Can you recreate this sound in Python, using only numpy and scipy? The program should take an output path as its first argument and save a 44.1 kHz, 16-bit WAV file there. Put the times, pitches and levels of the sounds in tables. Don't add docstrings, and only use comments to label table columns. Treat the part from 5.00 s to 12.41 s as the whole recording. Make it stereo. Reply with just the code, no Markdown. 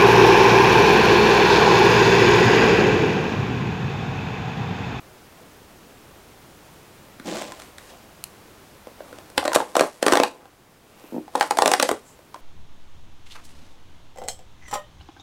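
import sys
import numpy as np
from scipy import signal
from scipy.fft import rfft, irfft
from scipy.io import wavfile
from scipy.ndimage import uniform_filter1d

SR = 44100
rng = np.random.default_rng(int(sys.argv[2]) if len(sys.argv) > 2 else 0)


def pcm_store(signal):
    levels = np.round(np.clip(np.atleast_2d(signal), -1, 1) * 32767)
    wavfile.write(sys.argv[1], SR, levels.astype(np.int16).T)


N = 326781
T = np.arange(8192) / SR

# (time [s], ring level [dB], wall pitch [Hz], crack level [dB], crack centre [Hz])
PASTRY_KNOCKS = [(4.378, -5, 554, -22, 3000), (4.3792, -14, 605, -13, 2860), (4.428, -18, 770, -43, 4000),
                 (4.4524, -10, 647, -26.5, 3760), (4.456, -9, 606, -26, 3950),
                 (4.479, -6.5, 610, -20.5, 3870), (4.5186, -18, 1010, -29, 3500),
                 (4.5327, -18.5, 946, -20, 6100), (4.5495, -12, 880, -16.5, 4930),
                 (4.56, 2, 585, -13, 5030), (4.603, -8.5, 914, -29, 4000), (4.614, -16, 867, -33, 3200),
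                 (4.7542, -3.5, 750, -15.5, 3520), (4.767, 1.5, 570, -11.5, 5440),
                 (4.7952, -1.5, 580, -11.5, 4040), (4.809, 7.5, 570, -11.5, 4570),
                 (5.0274, 0, 547, -13, 4850), (5.065, 4.5, 458, -11, 5000), (5.0822, 0, 590, -8.5, 3760),
                 (5.123, 3, 385, -10.5, 4000), (5.1263, -2, 382, -13.5, 4000),
                 (5.1351, 3, 880, -10.5, 4430), (5.1546, 3.5, 670, -12, 3880),
                 (5.1721, 5, 840, -10.5, 4070), (5.2002, 4.5, 575, -11.5, 3550),
                 (5.2351, 2, 840, -9.5, 3400), (6.353, -3.5, 853, -28, 4400),
                 (6.3562, -11, 518, -24.5, 5300), (6.41, 1, 846, -12, 4100), (6.4272, -12, 810, -19, 4100),
                 (6.509, -1.5, 853, -15.5, 6270), (6.572, -11, 705, -20.5, 5550),
                 (6.5871, -.5, 833, -11.5, 4800), (6.6215, 3.5, 820, -12, 4900),
                 (6.6589, 2, 660, -10, 4900), (6.6777, 0, 604, -10, 5360), (6.7164, 1, 790, -10.5, 5240),
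                 (6.7368, -2, 796, -7, 4400), (6.7988, -3, 592, -8.5, 3820), (6.8264, -9, 857, -9, 7340),
                 (6.83, -2.5, 575, -13, 4800), (6.8909, -2, 660, -13.5, 4740),
                 (6.9138, -7.5, 435, -18, 7150)]


def amp(db):
    return 10 ** (np.asarray(db) / 20)


def unit(x):
    return x / np.sqrt(np.mean(x ** 2) + 1e-20)


def read(points, hz):
    f, value = np.transpose(points)
    return np.interp(np.log(hz + 1), np.log(f + 1), value)


def fade(t60_s, t=T):
    return np.exp(-np.log(1000) * t / np.maximum(t60_s, 1e-4))


def add(mix, start_s, sound):
    part = mix[..., round(start_s * SR):][..., :sound.shape[-1]]
    part += sound[..., :part.shape[-1]]


def coloured(x, spectrum):
    return unit(irfft(rfft(x) * amp(read(spectrum, np.fft.rfftfreq(N, 1 / SR))), N))


def grains(per_s, spread_db):
    size = amp(spread_db * np.minimum(rng.exponential(1, N), 4))
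    return rng.standard_normal(N) * size * (rng.random(N) < per_s / SR)


def room_noise(level_db=-44, edge_hz=15900):
    # (frequency [Hz], density [dB])
    spectrum = [(25, -10.5), (70, -6), (130, -4.5), (220, -4), (400, -2.5), (650, -3.5), (1400, -8.5),
                (2000, -13), (4300, -21.5), (9000, -26.5), (15500, -28.5)]
    # (frequency [Hz], correlation [-1..1])
    likeness = [(25, .7), (60, 1), (180, 0.059), (550, -0.63), (1650, -0.57), (4970, 0.43), (15000, 1)]
    hz = np.fft.rfftfreq(N, 1 / SR)
    left, other = rfft(rng.standard_normal((2, N)))
    same = np.clip(read(likeness, hz), -1, 1)
    ports = np.array([left, same * left + np.sqrt(1 - same ** 2) * other])
    return amp(level_db) * unit(irfft(ports * amp(read(spectrum, hz)) * (hz < edge_hz), N))


def stirred(blows, rise_s, t60_s):
    t, energy = np.arange(SR) / SR, np.zeros(N)
    settling = ((1 - fade(rise_s, t)) * fade(t60_s, t)) ** 2
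    for s, db in blows:
        add(energy, s, amp(db) ** 2 * settling)
    return energy


def swells(rows):
    energy = np.zeros(N)
    for middle_s, length_s, db in rows:
        add(energy, middle_s - length_s / 2, (amp(db) * np.hanning(round(length_s * SR))) ** 2)
    return energy


def motion(blows, shifts, lead_s, lead_db, stir_db, rise_s, t60_s):
    slides = [(s - lead_s / 4, lead_s, db + lead_db) for s, db in blows]
    return np.sqrt(swells(slides) + amp(stir_db) ** 2 * stirred(blows, rise_s, t60_s) + swells(shifts))


def contents(foil_db=2, tumble_db=-1, creep_db=-41):
    # (middle [s], length [s], foil level [dB], tumble level [dB])
    tilts = [(.41, 0.17, -68, -54), (1.15, 0.27, -72, -55), (1.7, 1.1, -66, -62.5), (2.63, 0.29, -55, -53),
             (2.847, 0.25, -56.5, -61), (4.123, 0.58, -62, -53), (4.6, 0.15, -42, -28.5),
             (4.69, .18, -47.5, -41), (4.825, 0.19, -37.5, -25.5), (4.93, 0.5, -51, -51),
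             (5.138, 0.28, -36, -20.5), (5.36, 0.37, -68, -45), (6.07, 0.66, -56.5, -50),
             (6.41, 0.21, -42, -36), (6.673, 0.21, -38, -23), (7.05, .6, -62, -56)]
    # (middle [s], length [s], level [dB])
    crunches = [(4.442, .01, -34.5), (4.552, 0.024, -21), (4.943, .06, -52), (6.399, .016, -37),
                (6.473, .03, -39), (6.884, .04, -35)]
    # (frequency [Hz], level [dB])
    foil_spectrum = [(400, -12), (1500, -0.5), (4000, -2.5), (6500, -3.5), (9000, -3.5), (11500, -6.5),
                     (16000, -24)]
    # (frequency [Hz], level [dB])
    tumble_spectrum = [(80, -36), (170, 0), (280, 1), (550, 6), (850, 3.5), (1300, -4), (2200, -14),
                       (5000, -32.5)]
    foil = coloured(grains(per_s=1900, spread_db=2), foil_spectrum)
    tumble = coloured(grains(per_s=2500, spread_db=0), tumble_spectrum)
    ticks = coloured(grains(per_s=110, spread_db=1.5), foil_spectrum)
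    cracks = [(s, db) for s, _, _, db, _ in PASTRY_KNOCKS]
    blows = [(s, db) for s, db, *_ in PASTRY_KNOCKS]
    foil_shifts = [(s, length_s, db) for s, length_s, db, _ in tilts] + crunches
    pastry_shifts = [(s, length_s, db) for s, length_s, _, db in tilts]
    foil *= motion(cracks, foil_shifts, lead_s=.03, lead_db=-38, stir_db=-27.5, rise_s=.008, t60_s=.25)
    tumble *= motion(blows, pastry_shifts, lead_s=.05, lead_db=-43.5, stir_db=-24.5, rise_s=.01, t60_s=.2)
    ticks *= np.sqrt(stirred(cracks, rise_s=.05, t60_s=.59))
    return amp(foil_db) * foil + amp(tumble_db) * tumble + amp(creep_db) * ticks


def wall(hz, t60_s, upper_db, lower_db, sag=.11):
    up, down = rng.uniform(-.12, .12, 2)
    modes = [(hz, 0, t60_s),
             (hz * (1.548 + up), upper_db, t60_s * .74),
             (hz * (.57 + down / 2), lower_db, t60_s * .64)]
    bent_s = np.cumsum(1 + sag * (fade(.027) - .5)) / SR
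    ring = -sum(amp(db) * fade(decay_s) * np.sin(2 * np.pi * f * bent_s) for f, db, decay_s in modes)
    return signal.lfilter(*signal.butter(2, min(hz * .47, 2000), "high", fs=SR), ring)


def snap(spectrum_db, crumble, crumble_t60_s):
    force = crumble * rng.standard_normal(len(T)) * fade(crumble_t60_s)
    force[0] = -1
    log_gain = np.log(amp(np.r_[spectrum_db, spectrum_db[-2:0:-1]]))
    pulse = np.fft.ifft(np.exp(np.conj(signal.hilbert(log_gain)))).real
    sound = signal.fftconvolve(force, pulse)[:len(T)]
    return sound / np.sqrt(np.mean(sound[:round(.002 * SR)] ** 2))


def crack(centre_hz, focus_db=4, max_cut_db=9):
    # (frequency [Hz], level [dB])
    spectrum = [(30, -27), (150, -34), (400, 4), (1400, 20.5), (2200, 10), (3000, 6), (4300, 4), (6200, 0),
                (8700, 3.5), (11500, -4), (16000, -9)]
    hz = np.fft.rfftfreq(len(T), 1 / SR)
    octaves = np.log2(np.maximum(hz, 1500) / centre_hz)
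    cut_db = np.minimum(focus_db * octaves ** 2, max_cut_db)
    return snap(read(spectrum, hz) - cut_db, crumble=.27, crumble_t60_s=.014)


def taps(t60_s=.022):
    # (time [s], ring level [dB], wall pitch [Hz], crack level [dB], crack centre [Hz])
    touches = [(2.1985, -27.5, 227, -35.5, 2440), (2.325, -23, 620, -42, 3000),
               (2.3695, -31, 610, -30, 4900), (2.4212, -27, 376, -30.5, 5000),
               (2.521, -32.5, 1040, -32.5, 5300), (2.599, -42, 755, -38, 4600),
               (2.62, -43, 745, -36.5, 5000), (2.7831, -38, 800, -34, 4370), (3.871, -27, 544, -44.5, 4400),
               (4.006, -24, 590, -41.5, 2200), (4.128, -31.5, 514, -38.5, 2500),
               (4.186, -32, 627, -40, 4580), (4.301, -39, 550, -43, 8000), (5.456, -30, 790, -41.5, 3000),
               (6.041, -28.5, 315, -58, 4900), (6.28, -26, 800, -44, 4100), (7.191, -33, 570, -48, 4200),
               (7.344, -22.5, 980, -33, 3900), (7.361, -28.5, 644, -41, 2870)]
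    out = np.zeros(N)
    for s, wall_db, hz, crack_db, centre_hz in touches:
        add(out, s, amp(wall_db) * wall(hz, t60_s, upper_db=-14.5, lower_db=-11))
        add(out, s, amp(crack_db) * crack(centre_hz))
    return out


def push(start_s, length_s, t60_s, rise_s=.037):
    t = np.arange(N) / SR - start_s
    return np.clip(t / rise_s, 0, 1) * fade(t60_s, np.maximum(t - length_s, 0))


def slide(drum_gain_db=-1, flat_share=.46):
    # (start [s], length [s], drum level [dB], drag level [dB], scrape level [dB])
    pushes = [(2.239, .17, -31.5, -37, -39.5), (2.864, .035, -64, -49.5, -53.5)]
    # (frequency [Hz], level [dB])
    drum_spectrum = [(90, -25), (150, -8), (212, 6.5), (265, -7), (330, 2.5), (450, -12), (1200, -46)]
    # (frequency [Hz], level [dB])
    drag_spectrum = [(150, -7), (400, -9), (540, 2.5), (720, 3), (1100, -9.5), (2200, -14.5), (5000, -29)]
    # (frequency [Hz], level [dB])
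    scrape_spectrum = [(700, -11), (2000, -5), (3100, -2), (5000, -6), (7300, -6), (10000, -16.5),
                       (15000, -50)]
    drum = amp(drum_gain_db) * coloured(rng.standard_normal(N), drum_spectrum)
    drag = coloured(grains(per_s=900, spread_db=-1), drag_spectrum)
    catches = signal.oaconvolve(grains(per_s=2200, spread_db=2.2) ** 2, fade(.003))[:N]
    scrape = coloured(np.sqrt(abs(catches)) * rng.standard_normal(N), scrape_spectrum)
    out = np.zeros(N)
    for s, length_s, drum_db, drag_db, scrape_db in pushes:
        out += amp(drum_db) * drum * push(s, flat_share * length_s, t60_s=.55)
        out += (amp(drag_db) * drag + amp(scrape_db) * scrape) * push(s, length_s, t60_s=.62)
    return out


def click(time_s=3.2401, level_db=-23.5):
    # (frequency [Hz], level [dB])
    spectrum = [(200, -7), (1000, -6), (2200, -14), (2650, 3), (3400, -13), (4250, 2.5), (5400, -4.5),
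                (8500, -3.5), (12000, -4), (16000, -10)]
    out = np.zeros(N)
    spectrum_db = read(spectrum, np.fft.rfftfreq(len(T), 1 / SR))
    add(out, time_s, amp(level_db) * snap(spectrum_db, crumble=.11, crumble_t60_s=.012))
    return out


def clatter(count=12, t60_s=.016):
    hz = 380 * 5 ** ((np.arange(count) + rng.random(count)) / count)[:, None]
    size = rng.choice([-1, 1], (count, 1)) * rng.uniform(.62, 1, (count, 1))
    modes = (size * np.cos(2 * np.pi * hz * T)).sum(0) / np.linalg.norm(size)
    return modes * fade(t60_s) * (1 - fade(.0016))


def knocks(ring_gain_db=-1, crack_gain_db=3, clatter_db=-5, lead_db=-15, lead_s=.0056):
    # (start [s], t60 of a 0 dB blow [s])
    grips = [(4.37, .021), (4.74, 0.02), (6.34, .023), (6.56, 0.0242)]
    lead_band = signal.butter(2, [2500, 11000], "band", fs=SR)
    out = np.zeros(N)
    for s, wall_db, hz, crack_db, centre_hz in PASTRY_KNOCKS:
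        _, grip_t60_s = grips[sum(s >= start_s for start_s, _ in grips[1:])]
        t60_s = grip_t60_s * 2 ** (-wall_db / 13.5)
        lead_hiss = unit(signal.lfilter(*lead_band, rng.standard_normal(round(lead_s * SR))))
        add(out, s - lead_s, amp(crack_db + lead_db) * lead_hiss * np.linspace(0, 1, len(lead_hiss)))
        add(out, s, amp(crack_db + crack_gain_db) * crack(centre_hz))
        ring = wall(hz, t60_s, upper_db=-14.5, lower_db=-9.5) + amp(clatter_db) * clatter()
        add(out, s, amp(wall_db + ring_gain_db) * ring)
    return out


def thuds(hz=80, t60_s=.081):
    # (time [s], level [dB])
    bumps = [(4.379, -30), (4.56, -31.5), (6.587, -40), (6.914, -34)]
    out = np.zeros(N)
    for s, db in bumps:
        add(out, s, amp(db) * fade(t60_s) * np.sin(2 * np.pi * hz * T))
    return out


def rubs(q=7):
    # (middle [s], length [s], centre [Hz], level [dB])
    strokes = [(6.069, .5, 2550, -56), (6.091, .4, 13600, -56), (7.091, .17, 7440, -50.5)]
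    out = np.zeros(N)
    for middle_s, length_s, hz, db in strokes:
        hiss = signal.lfilter(*signal.iirpeak(hz, q, fs=SR), rng.standard_normal(round(length_s * SR)))
        add(out, middle_s - length_s / 2, amp(db) * unit(hiss) * np.hanning(len(hiss)))
    return out


def judder(highpass_hz=190, gain_db=2, buzz_hz=920, buzz_db=-19):
    # (time [s], level [dB], pitch [Hz])
    slips = [(6.1227, -17.5, 273), (6.132, -17.5, 307), (6.1437, -11, 277), (6.1518, -14, 272),
             (6.164, -10, 293), (6.1803, -11.5, 323)]
    buzz = amp(buzz_db) * fade(.022) * np.sin(2 * np.pi * buzz_hz * T)
    out = np.zeros(N)
    for s, db, hz in slips:
        thump = wall(hz, t60_s=.022, upper_db=-8, lower_db=-22) + amp(-25) * clatter() + buzz
        add(out, s, amp(db + gain_db) * thump * (1 - fade(.006)))
    return signal.lfilter(*signal.butter(5, highpass_hz, "high", fs=SR), out + 1e-18)


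def resonances(x, ring_db=-52, highpass_hz=192):
    # (frequency [Hz], level [dB], t60 [s])
    modes = [(286.3, -5, 0.17), (357.6, -7, 0.13), (427, -25, 0.15), (488, -1.5, 0.13), (589, -9.5, 0.12),
             (664.6, -16, 0.11), (777, -6, 0.13), (854, -4, 0.16), (1033.5, 5, 0.098), (1162, 4.5, 0.06),
             (1544, -6.5, 0.084)]
    ring = sum(amp(db) * fade(t60_s) * np.cos(2 * np.pi * hz * T) for hz, db, t60_s in modes)
    rung = x + amp(ring_db) * signal.fftconvolve(x, ring)[:N]
    return signal.lfilter(*signal.butter(3, highpass_hz, "high", fs=SR), rung)


def reflections(x, wet_db=-11.5, side_db=-7.5):
    # (frequency [Hz], t60 [s])
    decay = [(150, 0.23), (500, 0.16), (1400, 0.16), (3700, 0.2), (9700, 0.22), (16000, 0.064)]
    # (frequency [Hz], level [dB])
    spectrum = [(60, -4), (250, 7), (800, 3.5), (2000, 6.5), (4500, 0.5), (9000, 0), (16000, 0)]
    t = np.arange(SR // 3) / SR
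    onset = np.clip(t / .006 - .5, 0, 1)
    echoes = rng.standard_normal((2, len(t))) * (rng.random((2, len(t))) < .12) * onset
    hz, frame_s, bands = signal.stft(echoes, SR, nperseg=256)
    bands = bands * fade(read(decay, hz)[:, None], frame_s) * amp(read(spectrum, hz))[:, None]
    tails = signal.istft(bands, SR, nperseg=256)[1]
    tails /= np.linalg.norm(tails, axis=1, keepdims=True)
    mid, side = signal.oaconvolve(x[None], tails, axes=1)[:, :N]
    return amp(wet_db) * np.array([mid + amp(side_db) * side, mid - amp(side_db) * side])


def room(x, patterns=3, cycle_s=.115):
    turns = np.arange(N) / SR / cycle_s
    shares = [np.maximum(np.cos(2 * np.pi * (turns - k / patterns)), 0) for k in range(patterns)]
    total = np.linalg.norm(shares, axis=0)
    return sum(reflections(x * share / total) for share in shares)


def near_bounces(x, side_db=-17):
    scatter = np.diff(rng.standard_normal(len(T)) * fade(.004))
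    side = amp(side_db) * signal.fftconvolve(x, scatter / np.linalg.norm(scatter))[:N]
    return np.array([side, -side])


def scene(click_echo_db=-5):
    handling = resonances(contents() + taps() + slide() + knocks()) + thuds() + rubs() + judder()
    tick = click()
    direct = handling + tick
    return room_noise() + direct + room(handling + amp(click_echo_db) * tick) + near_bounces(direct)


def record(dry, threshold_db=-21, cut_db_per_db=.47, recover_db_per_s=5.5, edge_hz=16150):
    power_db = 10 * np.log10(abs(uniform_filter1d((dry ** 2).mean(0), size=1300)) + 1e-12)
    recovery_db = recover_db_per_s * np.arange(N) / SR
    held_db = np.maximum.accumulate(power_db + recovery_db) - recovery_db
    over_db = np.maximum(held_db - threshold_db, 0)
    cut_db = cut_db_per_db * signal.lfilter([1 / 900], [1, 1 / 900 - 1], over_db)
    ducked = dry * amp(-cut_db)
    rounded = ducked / (1 + ducked ** 4) ** (1 / 4)
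    lowpass = signal.firwin(255, edge_hz, window=("kaiser", 9), fs=SR)
    return signal.oaconvolve(rounded, lowpass[None], "same")


dry = scene()
out = record(dry)
pcm_store(out)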